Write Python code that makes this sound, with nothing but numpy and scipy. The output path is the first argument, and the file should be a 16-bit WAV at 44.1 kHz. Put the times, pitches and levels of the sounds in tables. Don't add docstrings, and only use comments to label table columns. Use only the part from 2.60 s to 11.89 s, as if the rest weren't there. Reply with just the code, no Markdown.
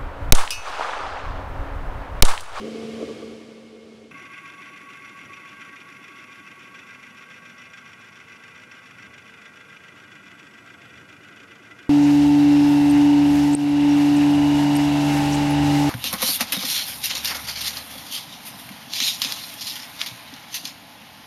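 import sys
import numpy as np
from scipy import signal
from scipy.fft import rfft, irfft, next_fast_len
from scipy.io import wavfile

SR = 44100
rng = np.random.default_rng(int(sys.argv[2]) if len(sys.argv) > 2 else 0)


def dump(signal):
    limited = np.clip(np.atleast_2d(signal).T, -1, 1)
    pcm = np.round(limited * 32767).astype(np.int16)
    wavfile.write(sys.argv[1], SR, pcm)


N = 409821
TIME_S = np.arange(N) / SR
MOTOR_START_S = 1.51
TRAVEL = np.clip((TIME_S - MOTOR_START_S) / (N / SR - MOTOR_START_S), 0, 1)
GEAR_RATIO = 3.588

# time in seconds, level in dB.
EFFORT = [(0, -0.7), (.3, -0.5), (.47, -0.8), (.65, -4), (.85, -8), (1.2, -12), (1.35, -11), (1.5, -14)]
# frequency in Hz, width in Hz, relative level in dB.
TABLE_MODES = [(286, 29, -10), (315, 29, -5.5), (398, 44, -5.5), (442.7, 40.5, 0.5), (519.3, 41, -4),
               (605, 81, -14.5), (681, 88, -12.5), (1150, 68, -18)]
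# centre in seconds, half length in seconds, drone dip in dB.
DRONE_BREAKS = [(0.467, 0.0097, 18), (.57, 0.046, 7), (0.814, 0.033, 7)]
# start in seconds, peak in dB, top mode boost in dB, damping factor.
KNOCKS = [(0.226, -26, 0, 1.2), (.402, -26, 0, .8), (.426, -20, 0, 1.6), (.481, -30, 7, .6),
          (0.62, -29, 8, .6), (1.162, -35.5, 0, 2.2)]
# time in seconds, turns per second.
MOTOR_SPEED = [(1.5, 25.404), (2.5, 25.095), (3.5, 25.464), (4.5, 25.341), (5.5, 25.58), (6.5, 25.637),
               (7.5, 25.628), (8.5, 25.773), (9.3, 25.696)]
# phase in turns, relative level in dB.
SHAFT_LOAD = [(.03, 0.5), (.28, 5.5), (.5, -3.3), (.78, -2.4)]
SCREW_LOAD = [(.03, .5), (.2, 3.5), (.3, 2.5), (.42, 3.3), (.6, 4), (.78, 2.95), (.9, -0.5)]
WHINE_SWELL = [(.08, 5.5), (.25, 3), (.45, -9.5), (.65, 0.5), (.78, 0), (.87, -4.5)]
# phase in turns, relative clash strength in dB.
TIGHT_SPOTS = [(.3, 3), (.61, -1)]
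# time in seconds, relative strength in dB.
HARD_CLASHES = [(3.018, 4.5), (5.137, 5), (5.182, 4.5), (6.12, 1), (6.582, 4.5), (6.857, 4.5), (7.797, 3.5),
                (9.192, 1.5)]
# frequency in Hz, width in Hz, head-high dB, head-low dB.
CASTING_MODES = [(1125,91,-56.5,-66.5), (1280,23,-68.5,-65), (1390,73,-60,-57.5), (1475,39,-61,-60.5),
                 (1585,46.5,-53.5,-56), (1905,19,-60,-65), (1999,73,-53,-58), (2134,100,-50.5,-63.5),
                 (2203,74,-54,-76), (2400,110,-53.5,-61.5), (2436,62,-59.5,-63.5), (2620,140,-52,-62),
                 (2796,29,-60.5,-76.5), (2907,48,-67,-62.5), (3102,110,-63,-69), (3415,143,-62,-65),
                 (3645,95,-67.5,-74), (4530,350,-73.5,-78.5), (4836,220,-77,-77), (5375,200,-76.5,-78.5),
                 (5810,74,-67,-75.5), (6800,290,-81,-83)]
# frequency in Hz, width in Hz, level in dB, centre and half length in seconds.
CHIRPS = [(5620, 450, -67.5, 4.8, 1.7), (6800, 130, -78, 7.83, 0.21)]
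# frequency in Hz, head-high level in dB, head-low level in dB.
MOTOR_TONES = [(385.3, -72, -75), (457.7, -76, -67.5), (503, -71, -72.5), (617, -80, -73), (693, -85, -70),
               (970, -73, -86), (1505, -74, -64)]
# pitch in Hz, wobble in Hz, level in dB, centre and half length in seconds.
WHISTLES = [(6800, 9.3, -81, 1.9, 2.52), (7750, 10, -76, 8, 0.34), (9800, 15, -91, 4, 4),
            (9800, 15, -79, 2.7, 0.97), (10850, 30, -73, 1.7, 1.1), (10920, 65, -76, 2.4, 3.8),
            (11068, 65, -78, 2.9, 1), (11400, 45, -79, 3.5, 1.4), (11789, 55, -81, 2.8, 2.8),
            (10777, 25, -83.5, 7.06, 4.3), (11300, 65, -82, 8.2, 2), (13100, 25, -98, 6, 3),
            (13964, 10, -90, 8.7, 1), (14180, 12, -97, 2.6, 1), (14750, 15, -100, 6.5, 2.5)]
# centre and half length in seconds, rumble rise in dB, shudder rise in dB.
SURGES = [(1.55, 0.091, 4, 8), (2.672, 0.033, 4.5, 13), (5.65, 0.36, -1, 3), (6.483, 0.081, 2.5, 8),
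          (8.424, .16, 2, 5)]
# phase in cycles, pitch in Hz, relative level in dB.
WARBLE_CYCLE = [(0, 379, -25), (.15, 374.3, 5.5), (.27, 335, -3), (.38, 289.8, 5.5), (.55, 288, 0.5),
                (.72, 292.6, -5.5), (0.998, 297.2, -17)]
# start and end in seconds, start and end level in dB.
WARBLE_SPANS = [(1.45, 4.302, -57, -60.5), (7.295, 9.4, -60.5, -56.5)]
# frequency in Hz, relative density in dB.
SLIDE_BASS_SPECTRUM = [(25, -34), (45, -41), (70, -0.5), (120, 1), (190, 4.5), (260, 5.5), (500, 2.5),
                       (800, -17), (1200, -47)]
SLIDE_HISS_SPECTRUM = [(440, -26), (750, -4.5), (1170, -3.5), (1500, -5.5), (2020, -6.5), (2220, -1),
                       (2400, -3.5), (2700, -5), (3050, -2.5), (3600, -7), (5000, -9.5), (10400, -23),
                       (15500, -43)]
GRIND_SPECTRUM = [(450, -48), (750, -14), (1000, -6), (1500, 1), (2500, -10.5), (4000, -11), (7000, -20.5),
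                  (8200, -23.5), (12000, -50)]
MOTOR_HISS_SPECTRUM = [(300, -17), (900, 17.5), (1500, 11), (3000, 1.5), (6500, 3), (8500, -2.5),
                       (11500, -3.5), (12800, -11), (15400, -17)]
TICK_SPECTRUM = [(700, -32), (1400, 4), (2400, 4.5), (3400, -2), (4100, -16.5), (5000, -13), (5700, -6),
                 (6200, -14.5), (7200, -10.5), (8000, -24.5), (12000, -31)]
RUMBLE_SPECTRUM = [(25, -48), (44, -46), (58, -36), (72, -19), (100, -3.5), (220, 2), (280, -3), (400, -7),
                   (480, -8), (600, -8.5), (800, -14), (1200, -45.5)]
SHUDDER_SPECTRUM = [(25, -42), (44, -46), (58, -30), (75, 2.5), (110, 9), (150, 0), (220, -15), (400, -43)]


def gain(db):
    return 10 ** (np.asarray(db) / 20)


def unit_rms(x):
    return x / np.sqrt(np.mean(x ** 2) + 1e-20)


def follow(rows):
    return np.interp(TIME_S, *np.transpose(rows))


def per_turn(turns, rows):
    return np.interp(turns, *np.transpose(rows), period=1)


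def by_travel(high, low):
    return high + (low - high) * TRAVEL


def swell(centre_s, half_s):
    return np.exp(-.5 * ((TIME_S - centre_s) / half_s) ** 2)


def sine(pitch_hz):
    return np.sin(2 * np.pi * np.cumsum(pitch_hz) / SR)


def noise():
    return rng.standard_normal(N)


def wander(cutoff_hz):
    size = next_fast_len(N, True)
    lowpass = np.exp(-(np.fft.rfftfreq(size, 1 / SR) / cutoff_hz) ** 2)
    return unit_rms(irfft(rfft(rng.standard_normal(size)) * lowpass, size)[:N])


def colour(x, spectrum):
    size = next_fast_len(N)
    hz, db = np.transpose(spectrum)
    shape_db = np.interp(np.log(np.fft.rfftfreq(size, 1 / SR) + 1), np.log(hz), db)
    return unit_rms(irfft(rfft(x, size) * gain(shape_db), size)[:N])


def ring(x, hz, width_hz):
    b, a = signal.iirpeak(hz, hz / width_hz, fs=SR)
    return unit_rms(signal.lfilter(b, a, signal.lfilter(b, a, x)))


def slide(body_db=-36, bass_db=-42, drone_db=-36, hiss_db=-45, drone_hz=224):
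    effort_db = follow(EFFORT)
    body = unit_rms(sum(gain(db) * ring(noise(), hz, width_hz) for hz, width_hz, db in TABLE_MODES))
    pitch_hz = drone_hz * (1 + 0.0124 * wander(26))
    drone = unit_rms(sine(pitch_hz) * gain(0.5 * wander(25)))
    breaks_db = sum(dip_db * swell(centre_s, half_s) for centre_s, half_s, dip_db in DRONE_BREAKS)
    judder_db = 1.5 * wander(14)
    return (gain(body_db + effort_db + judder_db - 0.2 * breaks_db) * body
            + gain(bass_db + 1.08 * effort_db) * colour(noise(), SLIDE_BASS_SPECTRUM)
            + gain(drone_db + 1.15 * effort_db - breaks_db) * drone
            + gain(hiss_db + effort_db) * colour(noise(), SLIDE_HISS_SPECTRUM))


def squeak(squeak_hz=2168, level_db=-59, pulse_hz=8, pulse_peak_s=1.07, swing_db=6):
    pulse_db = swing_db * np.cos(2 * np.pi * pulse_hz * (TIME_S - pulse_peak_s))
    pitch_hz = squeak_hz * (1 + 0.0058 * wander(41))
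    return gain(level_db + 0.46 * follow(EFFORT)) * unit_rms(gain(pulse_db) * sine(pitch_hz))


def knocks():
    age_s = np.arange(SR // 4) / SR
    out = np.zeros(N)
    for start_s, peak_db, bright_db, damping in KNOCKS:
        modes = []
        for hz, width_hz, db in TABLE_MODES:
            envelope = width_hz * age_s * np.exp(-np.pi * width_hz * damping * age_s)
            modes.append(gain(db) * envelope * np.sin(2 * np.pi * (hz * age_s + rng.random())))
        blow = sum(modes[:-1]) + gain(bright_db) * modes[-1]
        out[round(start_s * SR):][:len(blow)] += gain(peak_db) * blow / abs(blow).max()
    return out


def motor_turns():
    return np.cumsum(follow(MOTOR_SPEED)) / SR


def screw_load_db():
    return per_turn(motor_turns() / GEAR_RATIO, SCREW_LOAD)


def tooth_clashes():
    turns = motor_turns()
    clashes = list(HARD_CLASHES)
    for phase, db in TIGHT_SPOTS:
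        at_turns = (np.arange(1, int(turns[-1] / GEAR_RATIO)) + phase) * GEAR_RATIO
        strength_db = db + 0.29 * per_turn(at_turns, SHAFT_LOAD)
        clashes += zip(np.interp(at_turns, turns, TIME_S), strength_db)
    return clashes


def gear_load_db(clashes, roughness_db=1.76, clash_s=.009):
    cyclic_db = per_turn(motor_turns(), SHAFT_LOAD) + screw_load_db()
    bite = by_travel(0.47, 0.7)
    load = unit_rms(gain(bite * cyclic_db + roughness_db * wander(90)))
    age = np.arange(SR // 20) / SR / clash_s
    burst = np.sqrt(2 * age * np.exp(1 - 2 * age))
    for at_s, db in clashes:
        span = load[round((at_s - clash_s / 2) * SR):][:len(burst)]
        span[:] = np.maximum(span, gain(db + 1.5) * burst[:len(span)])
    return 20 * np.log10(load)


def geared_motor(clashes, grind_db=-58, hiss_db=-60):
    load_db = gear_load_db(clashes)
    scrape_db = load_db + 0.9 * screw_load_db()
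    out = gain(grind_db - 2 * TRAVEL) * colour(gain(scrape_db) * noise(), GRIND_SPECTRUM)
    out += gain(hiss_db - 1.5 * TRAVEL) * colour(noise(), MOTOR_HISS_SPECTRUM)
    for hz, width_hz, high_db, low_db in CASTING_MODES:
        throb_depth = (hz / 2300) ** 0.65
        excitation = gain(load_db * throb_depth) * noise()
        out += gain(by_travel(high_db, low_db)) * ring(excitation, hz, width_hz)
    for hz, width_hz, db, centre_s, half_s in CHIRPS:
        excitation = gain(1.5 * scrape_db) * noise()
        out += gain(db) * swell(centre_s, half_s) * ring(excitation, hz, width_hz)
    return out


def backlash_ticks(clashes, level_db=-56, fall_db=2.5, decay_s=.0055, phase_turns=.18, jitter_turns=.04):
    turns = motor_turns()
    count = int(turns[-1])
    at_turns = np.arange(count) + phase_turns + jitter_turns * rng.standard_normal(count)
    binding_db = 3.44 * per_turn(at_turns / GEAR_RATIO, SCREW_LOAD)
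    blows, jolts = np.zeros((2, N))
    blows[np.searchsorted(turns, at_turns).clip(0, N - 1)] = gain(binding_db)
    for at_s, db in clashes:
        jolts[round((at_s - decay_s / 2) * SR)] = gain(db + 7)
    pole = np.exp(-1 / (decay_s * SR))
    envelope = signal.lfilter([1], [1, -pole], [blows, jolts]).max(axis=0)
    return gain(level_db - fall_db * TRAVEL) * colour(envelope * noise(), TICK_SPECTRUM)


def whine(whine_hz=1122, top_db=-50.5, fade_from_s=2.48, fall_db_per_s=3.5):
    swell_db = per_turn(motor_turns() / GEAR_RATIO, WHINE_SWELL) + 1.2 * wander(28)
    pitch_hz = whine_hz * (1 + 0.00444 * wander(27.6))
    level_db = top_db - fall_db_per_s * np.maximum(TIME_S - fade_from_s, 0)
    return gain(level_db) * unit_rms(gain(swell_db) * sine(pitch_hz))


def motor_tones(width_hz=4):
    return sum(gain(by_travel(high_db, low_db)) * ring(noise(), hz, width_hz)
               for hz, high_db, low_db in MOTOR_TONES)


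def whistles(drift_hz=4, flutter_db=1.5):
    flutter = gain(flutter_db * wander(35))
    turns = motor_turns()
    out = np.zeros(N)
    for hz, wobble_hz, db, centre_s, half_s in WHISTLES:
        wobble = np.sin(2 * np.pi * (turns + rng.random()))
        pitch_hz = hz + wobble_hz * wobble + drift_hz * wander(20)
        out += gain(db) * swell(centre_s, half_s) * unit_rms(flutter * sine(pitch_hz))
    return out


def column(rumble_db=-56, hum_db=-64):
    shudder_db = by_travel(-76, -64)
    for centre_s, half_s, rumble_rise_db, shudder_rise_db in SURGES:
        surge = swell(centre_s, half_s)
        rumble_db += rumble_rise_db * surge
        shudder_db += shudder_rise_db * surge
    hum = gain(hum_db) * swell(centre_s=4.5, half_s=1.43) * ring(noise(), hz=248, width_hz=22)
    rumble = gain(rumble_db) * colour(noise(), RUMBLE_SPECTRUM)
    shudder = gain(shudder_db) * colour(noise(), SHUDDER_SPECTRUM)
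    return rumble + shudder + hum


def warble(rate_hz=10.16, origin_s=1.507, fade_s=0.033):
    phase = (TIME_S - origin_s) * rate_hz % 1
    phases, hz, db = np.transpose(WARBLE_CYCLE)
    pitch_hz = np.interp(phase, phases, hz) * (1 + 0.0243 * wander(44))
    note = gain(np.interp(phase, phases, db) + 0.2 * wander(10)) * sine(pitch_hz)
    envelope = np.zeros(N)
    for start_s, end_s, start_db, end_db in WARBLE_SPANS:
        gate = np.clip(np.minimum(TIME_S - start_s, end_s - TIME_S) / fade_s, 0, 1)
        envelope += gate * gain(follow([(start_s, start_db), (end_s, end_db)]))
    return envelope * unit_rms(note)


def scene(crossfade_s=.002):
    running = np.clip((TIME_S - MOTOR_START_S) / crossfade_s, 0, 1)
    sliding = slide() + squeak() + knocks()
    clashes = tooth_clashes()
    drive = geared_motor(clashes) + backlash_ticks(clashes)
    drive += whine() + motor_tones() + whistles() + column() + warble()
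    return ((1 - running) * sliding + running * drive)[None]


def record(dry):
    lowpass = signal.firwin(2047, 15700, window=("kaiser", 9), fs=SR)
    return signal.oaconvolve(dry, lowpass[None], "same")


dry = scene()
out = record(dry)
dump(out)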